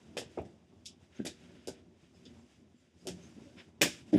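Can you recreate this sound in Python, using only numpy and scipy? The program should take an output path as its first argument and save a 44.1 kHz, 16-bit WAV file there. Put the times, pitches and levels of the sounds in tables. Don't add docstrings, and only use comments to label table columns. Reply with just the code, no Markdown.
import sys
import numpy as np
from scipy import signal
from scipy.fft import rfft, irfft
from scipy.io import wavfile

SR = 44100
rng = np.random.default_rng(int(sys.argv[2]) if len(sys.argv) > 2 else 0)


def volts(x):
    e = np.asarray(x, float) / 20
    return 10 ** e


def dump_mix(stems):
    frames = np.atleast_2d(stems).T
    limited = np.clip(frames, -1, 1)
    pcm = np.round(limited * 32767).astype(np.int16)
    wavfile.write(sys.argv[1], SR, pcm)


N = 184645


def at_hz(points, hz):
    table_hz, values = np.transpose(points)
    return np.interp(np.log(hz + 1), np.log(table_hz), values)


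def rms_one(x):
    return x / np.sqrt(np.mean(x ** 2) + 1e-20)


def energy_one(x):
    return x / np.sqrt(np.sum(x ** 2) + 1e-20)


def drift(rate_hz):
    pole = np.exp(-80 * np.pi * rate_hz / SR)
    draws = rng.standard_normal(N // 40 + 2002)
    slow = signal.lfilter([1], [1, -2 * pole, pole * pole], draws)[2000:]
    return np.interp(np.arange(N) / 40, np.arange(len(slow)), rms_one(slow))


def colour(x, spectrum):
    hz = np.fft.rfftfreq(len(x), 1 / SR)
    return irfft(rfft(x) * volts(at_hz(spectrum, hz)), len(x))


def band(x, low_hz, high_hz):
    edges = [low_hz, min(high_hz, 0.45 * SR)]
    return signal.sosfilt(signal.butter(2, edges, "band", fs=SR, output="sos"), x)


def patchy_noise(spectrum, patchy_db, rate_hz):
    edges = np.geomspace(spectrum[0][0], spectrum[-1][0], 9)
    noise = [colour(draw, spectrum) for draw in rng.standard_normal((2, N))]
    together = drift(rate_hz)
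    out = np.zeros(N)
    for k, (low, high) in enumerate(zip(edges, edges[1:])):
        flicker_db = patchy_db * (together + 0.91 * drift(2 * rate_hz))
        out += band(noise[k % 2], low, high) * volts(flicker_db)
    return rms_one(out)


def standing_waves(x):
    # (frequency [Hz], t60 [s])
    room_modes = [(86, 0.37), (110, 0.31), (175, 0.32), (233, 0.24), (283, 0.96), (336, 0.28), (385, 0.43),
                  (480, 0.35), (590, 0.11)]
    out = np.zeros(len(x))
    for k, (hz, t60) in enumerate(room_modes):
        out += (-1) ** k * signal.lfilter(*signal.iirpeak(hz, hz * t60 / 1.75, fs=SR), x)
    return out


def room_echo(fade_s, build_up_s, sparse_db):
    # (frequency [Hz], t60 [s])
    room_t60 = [(100, 0.81), (300, 0.17), (700, 0.15), (1500, 0.38), (3000, 0.32), (6000, 0.42),
                (10000, 0.15), (15000, 0.19)]
    size = 12000
    t = np.arange(size) / SR
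    uneven = volts(sparse_db * np.exp(-t / 0.048) * np.minimum(rng.exponential(1, size), 4))
    build_up = 1 - np.exp(-(t / build_up_s) ** 2)
    reflections = rng.standard_normal((2, size)) * uneven * build_up
    edges = np.geomspace(50, 18000, 10)
    out = np.zeros(size)
    for k, (low, high) in enumerate(zip(edges, edges[1:])):
        decay_db = -60 * t / at_hz(room_t60, np.sqrt(low * high))
        suppressed_db = -20 * (t / fade_s * (high / 5000) ** 0.41) ** 2.63
        out += band(reflections[k % 2], low, high) * volts(decay_db + suppressed_db)
    return energy_one(out)


def ring(hz, t60, rise_s):
    t = np.arange(2048) / SR
    return np.sin(2 * np.pi * hz * t) * volts(-60 * t / t60) * (1 - np.exp(-(t / rise_s) ** 2))


def add(out, s, sound, room_db, build_up_s):
    fade_s = 0.12 * (np.max(np.abs(sound)) / 0.027 + 0.011) ** 0.42
    heard = volts(room_db) * signal.fftconvolve(sound, room_echo(fade_s, build_up_s, sparse_db=6.0))
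    heard[:len(sound)] += sound
    i = round(s * SR)
    out[i:i + len(heard)] += heard[:N - i]


def padded_blows(blows):
    out = np.zeros(N)
    for s, level_db, hz, t60, overtone_db, room_db in blows:
        low_mode = ring(hz, t60, rise_s=0.66 / hz)
        overtone = ring(1.95 * hz, 0.61 * t60, rise_s=0.51 / hz)
        blow = low_mode + volts(overtone_db) * overtone
        add(out, s, volts(level_db + 3) * blow, room_db, build_up_s=0.0047)
    with_room = out + volts(-4.0) * standing_waves(out)
    return band(band(with_room, 60, 910), 51, 1200)


def plastic_hits(hits, room_db):
    # (frequency [Hz], density [dB per Hz])
    snap = [(1530, -2), (2600, -4), (2930, -3), (3380, 0), (3700, -2), (4230, 0.5), (5460, -1),
            (6160, -7.5), (6900, -6), (9660, -16), (13500, -22), (15600, -15)]
    out = np.zeros(N)
    hz_axis = np.fft.rfftfreq(2048, 1 / SR)
    for s, clack_db, hz, crack_db, tilt_db in hits:
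        clack = ring(hz, 0.0034, rise_s=0.00053) + 0.5 * ring(1.355 * hz, 0.0044, rise_s=0.00056)
        top_loss_db = 4.5 * min(crack_db + 17, 0) * np.log2(np.maximum(hz_axis / 11500, 1))
        tilted_db = tilt_db * np.log2(hz_axis / 7000 + 0.078)
        shape = volts(at_hz(snap, hz_axis) + tilted_db + top_loss_db)
        shape = shape / (1 + (0.62 * hz / (hz_axis + 1)) ** 9)
        crack = energy_one(np.roll(irfft(shape), 48))
        hit = volts(clack_db + 6.0) * clack + volts(crack_db + 14) * crack
        add(out, s, hit, room_db, build_up_s=0.0009)
    return band(out, 600, 19000)


def footfall_rumble():
    # (frequency [Hz], density [dB per Hz])
    rumble_spectrum = [(15, -70), (25, -51), (74, -4.5), (204, -6.5), (237, 2), (284, -11), (330, -3),
                       (437, -16), (550, -21.5), (660, -19), (1300, -31.5), (1690, -46), (2860, -120)]
    # (time [s], level [dB])
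    footfall = [(0.0, -57), (0.35, -57), (0.62, -63), (0.91, -60), (1.23, -61.5), (1.4, -58), (1.7, -59),
                (1.95, -64.5), (2.15, -64), (2.44, -60), (2.86, -68), (3.22, -56), (3.68, -59.5),
                (3.91, -62.5), (4.1, -54)]
    shake = patchy_noise(rumble_spectrum, patchy_db=2.5, rate_hz=9.4)
    level_db = np.interp(np.arange(N) / SR, *np.transpose(footfall))
    return volts(level_db) * rms_one(shake + volts(1.5) * standing_waves(shake))


def carpet_and_cloth():
    # (frequency [Hz], density [dB per Hz])
    brush_spectrum = [(530, 6), (900, -9), (986, -5), (1200, -9.5), (1360, -1), (2760, 0.5), (4300, -1),
                      (5590, -16), (9460, -120)]
    # (frequency [Hz], density [dB per Hz])
    rustle_spectrum = [(2470, -31), (4200, -1.5), (5170, -5), (6720, -8), (8500, -13.5), (10400, -20),
                       (12000, -29), (13500, -30), (15500, -44)]
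    # (middle [s], length [s], brush level [dB], rustle over brush [dB])
    sweeps = [(0.047, 0.68, -74.5, -2), (0.337, 0.21, -68.5, -6), (0.466, 0.31, -77, -3),
              (0.82, 0.55, -96, 5), (1.039, 0.12, -74, -5), (1.181, 0.2, -63.5, -10),
              (1.407, .3, -68.5, -4.5), (1.573, 0.41, -69, -8.5), (1.732, 0.26, -69, -13),
              (2.047, 0.19, -76, -6), (2.169, 0.091, -82, 2), (2.307, 0.5, -74.5, -1.5),
              (2.537, 0.23, -76.5, -1), (2.824, 0.16, -89, 3), (3.08, 0.33, -75.5, 4.5),
              (3.24, 0.27, -68, -2), (3.433, 0.57, -71, -2), (3.599, 0.098, -56.5, -23),
              (3.639, 0.2, -74, -4), (3.971, 0.2, -62, -4.5), (4.091, 0.11, -67, -2),
              (4.135, 0.028, -53, -3), (4.18, 0.12, -50, -19)]
    t = np.arange(N) / SR
    brush, rustle = volts(-78), volts(-81.5)
    for s, length_s, brush_db, rustle_db in sweeps:
        swell = np.cos(np.pi * np.clip((t - s) / length_s, -0.5, 0.5)) ** 2
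        brush = brush + volts(brush_db) * swell ** 1.42
        rustle = rustle + volts(brush_db + rustle_db) * swell
    brushing = brush * patchy_noise(brush_spectrum, patchy_db=0.7, rate_hz=36)
    return brushing + rustle * patchy_noise(rustle_spectrum, patchy_db=0.67, rate_hz=27)


def floor_slaps():
    # (time [s], level [dB], frequency [Hz], room echo [dB])
    slaps = [(0.167, -23.5, 412, -4.5), (0.182, -51, 383, -17), (0.193, -29, 328, -3.5),
             (0.214, -32, 453, -3), (0.376, -21.5, 367, 4.5), (0.385, -22, 417, -16),
             (0.397, -39, 284, -11), (0.411, -32, 203, -4), (1.247, -28, 267, -15), (1.26, -27, 341, -0.8),
             (1.672, -33.5, 318, 7), (1.681, -28, 376, -2.5), (2.251, -48.5, 240, 7.5),
             (3.07, -26.5, 335, 3), (3.085, -44.5, 260, 9), (3.412, -45, 213, -0.5), (3.58, -47, 337, -0.5),
             (3.812, -14.5, 381, 0.5), (3.826, -19, 269, -2.5), (3.82, -34, 420, 0),
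             (3.855, -22.5, 328, .6)]
    return padded_blows([(s, db, hz, 6.46 / hz, -1.5, room_db) for s, db, hz, room_db in slaps])


def clacks():
    # (time [s], clack level [dB], clack frequency [Hz], crack level [dB], crack tilt [dB per octave])
    facing = [(0.169, -27, 2670, -39, 3), (0.1758, -24, 2665, -30.5, -2.5), (0.182, -36, 3320, -37.5, 8.5),
              (0.1923, -43, 2640, -41.5, 7), (0.3857, -39.5, 2500, -63, 3), (0.4513, -56, 1990, -60, 0),
              (0.851, -70, 4200, -57, -1), (0.8604, -50, 4300, -37, -0.5), (0.8634, -51, 4300, -47.5, -3),
              (1.254, -31.5, 1870, -41, 16), (1.6724, -38, 3570, -36, 4.5), (1.6843, -59, 3770, -44, 6),
              (2.2532, -51, 4800, -50.5, -10), (2.2611, -41.5, 3540, -65, 0),
              (3.0697, -37.5, 2900, -33, 6.5), (3.8165, -10, 2690, -13.5, 3),
              (3.8272, -15.5, 1685, -20.5, -5), (3.831, -22, 2900, -23.5, 10.5)]
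    return plastic_hits(facing, room_db=4)


def blade_knocks():
    # (time [s], level [dB], frequency [Hz])
    knocks = [
        (0.169, -30, 473),
        (0.373, -26.5, 577),
        (0.385, -43, 454),
        (1.673, -32, 427),
        (3.058, -42, 490),
        (3.812, -20.5, 503),
        (4.128, -29, 465),
        (4.137, -39, 612),
        (4.157, -35, 586),
    ]
    return padded_blows([(s, db, hz, 0.019, -29, 1.5) for s, db, hz in knocks])


def ball_and_shaft_ticks():
    # (time [s], level [dB], frequency [Hz])
    ticks = [(0.171, -36.5, 1200), (0.1702, -36, 2550), (0.377, -38.5, 1270), (0.387, -50, 1140),
             (0.3957, -54, 1270), (1.1984, -42, 1610), (1.253, -42, 1860), (1.2665, -33.5, 2360),
             (1.6817, -41, 1500), (3.0724, -51, 2670), (3.8165, -8, 2470), (3.8274, -19.5, 1665),
             (4.14, -44, 1900), (3.075, -43.5, 1340), (0.1692, -42, 1730)]
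    out = np.zeros(N)
    for s, level_db, hz in ticks:
        tick = volts(level_db - 2.5) * ring(hz, 0.014, rise_s=0.00055)
        add(out, s, tick, room_db=-12.5 - 0.26 * level_db, build_up_s=0.0028)
    return band(out, 600, 19000)


def hidden_clacks():
    # (time [s], clack level [dB], clack frequency [Hz], crack level [dB], crack tilt [dB per octave])
    hidden = [
        (0.374, -48, 1520, -77, 9.5),
        (0.8557, -64, 4340, -42, -0.5),
        (0.8634, -53, 4200, -63, -3),
        (1.25, -36.5, 3420, -46.5, 8),
        (1.2649, -33, 3760, -35.5, 1.5),
        (3.0837, -36.5, 2610, -42.5, 1.5),
        (3.8119, -26, 2330, -27.5, -3.5),
        (4.138, -39.5, 1980, -46.5, -1),
    ]
    return plastic_hits(hidden, room_db=9)


def footsteps():
    # (time [s], level [dB], frequency [Hz], ring t60 [s], room echo [dB])
    steps = [(0.392, -20.5, 91, 0.03, -23), (0.454, -48, 355, .025, 6.5), (1.19, -29, 224, 0.042, -4),
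             (1.199, -15, 279, 0.017, -9), (2.29, -62, 203, 0.023, 8), (2.308, -40.5, 82, 0.05, -7),
             (2.641, -52, 233, 0.038, -8), (2.741, -49.5, 245, 0.042, -12), (3.053, -35, 410, 0.013, 7),
             (3.087, -41.5, 178, 0.063, 1.7), (3.362, -44, 244, 0.052, 2.1), (3.455, -52, 289.4, 0.15, 1.5),
             (3.491, -57.5, 306, 0.14, -10), (3.82, -41, 172, .055, -3), (4.128, -16.5, 307, 0.046, 1.5),
             (4.132, -21.5, 340, 0.042, -6), (4.14, -15.5, 292, 0.033, 2.5), (4.14, -24, 186, 0.1, -8),
             (4.152, -30.5, 112, .08, -6), (4.157, -8.5, 249, 0.019, 1.5), (4.179, -20.5, 274, 0.065, -4)]
    return padded_blows([(s, db, hz, t60, -11, room_db) for s, db, hz, t60, room_db in steps])


def squeaks():
    # (start [s], length [s], frequency [Hz], level [dB])
    slides = [(0.415, 0.0085, 7700, -67), (0.415, .012, 11300, -80), (0.467, 0.01, 7800, -77),
              (1.148, 0.036, 6300, -68), (2.127, 0.067, 5070, -72), (2.36, 0.071, 7400, -79),
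              (2.738, 0.11, 7300, -80.5), (2.988, .05, 4950, -73), (3.574, .05, 2100, -57.5),
              (3.2, 0.096, 6350, -65.5), (3.552, 0.079, 5200, -68), (4.158, 0.023, 11030, -60.5)]
    out = np.zeros(N)
    for s, length_s, hz, level_db in slides:
        size = round(length_s * SR)
        whistle = band(rng.standard_normal(8192), hz - 160, hz + 160)[:size]
        out[round(s * SR):][:size] += volts(level_db) * rms_one(whistle) * np.hanning(size)
    return out


def microphone(x):
    # (frequency [Hz], width [Hz], depth [dB])
    housing_dips = [(1120, 370, 0), (4246, 1100, -12.5)]
    for hz, width_hz, dip_db in housing_dips:
        x = x - (1 - volts(dip_db)) * signal.lfilter(*signal.iirpeak(hz, hz / width_hz, fs=SR), x)
    return signal.sosfilt(signal.butter(3, 50, "high", fs=SR, output="sos"), x)


def scene():
    between_blows = footfall_rumble() + carpet_and_cloth() + squeaks()
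    low_blows = floor_slaps() + blade_knocks() + footsteps()
    plastic = clacks() + ball_and_shaft_ticks() + hidden_clacks()
    return microphone(between_blows + low_blows + plastic)[None]


def roll_off(x):
    return signal.sosfilt(signal.butter(12, 15770, fs=SR, output="sos"), x)


def record(dry):
    mix = signal.sosfilt(signal.cheby2(24, 90, 15900, fs=SR, output="sos"), dry)
    return roll_off(mix)


dry = scene()
out = record(dry)
dump_mix(out)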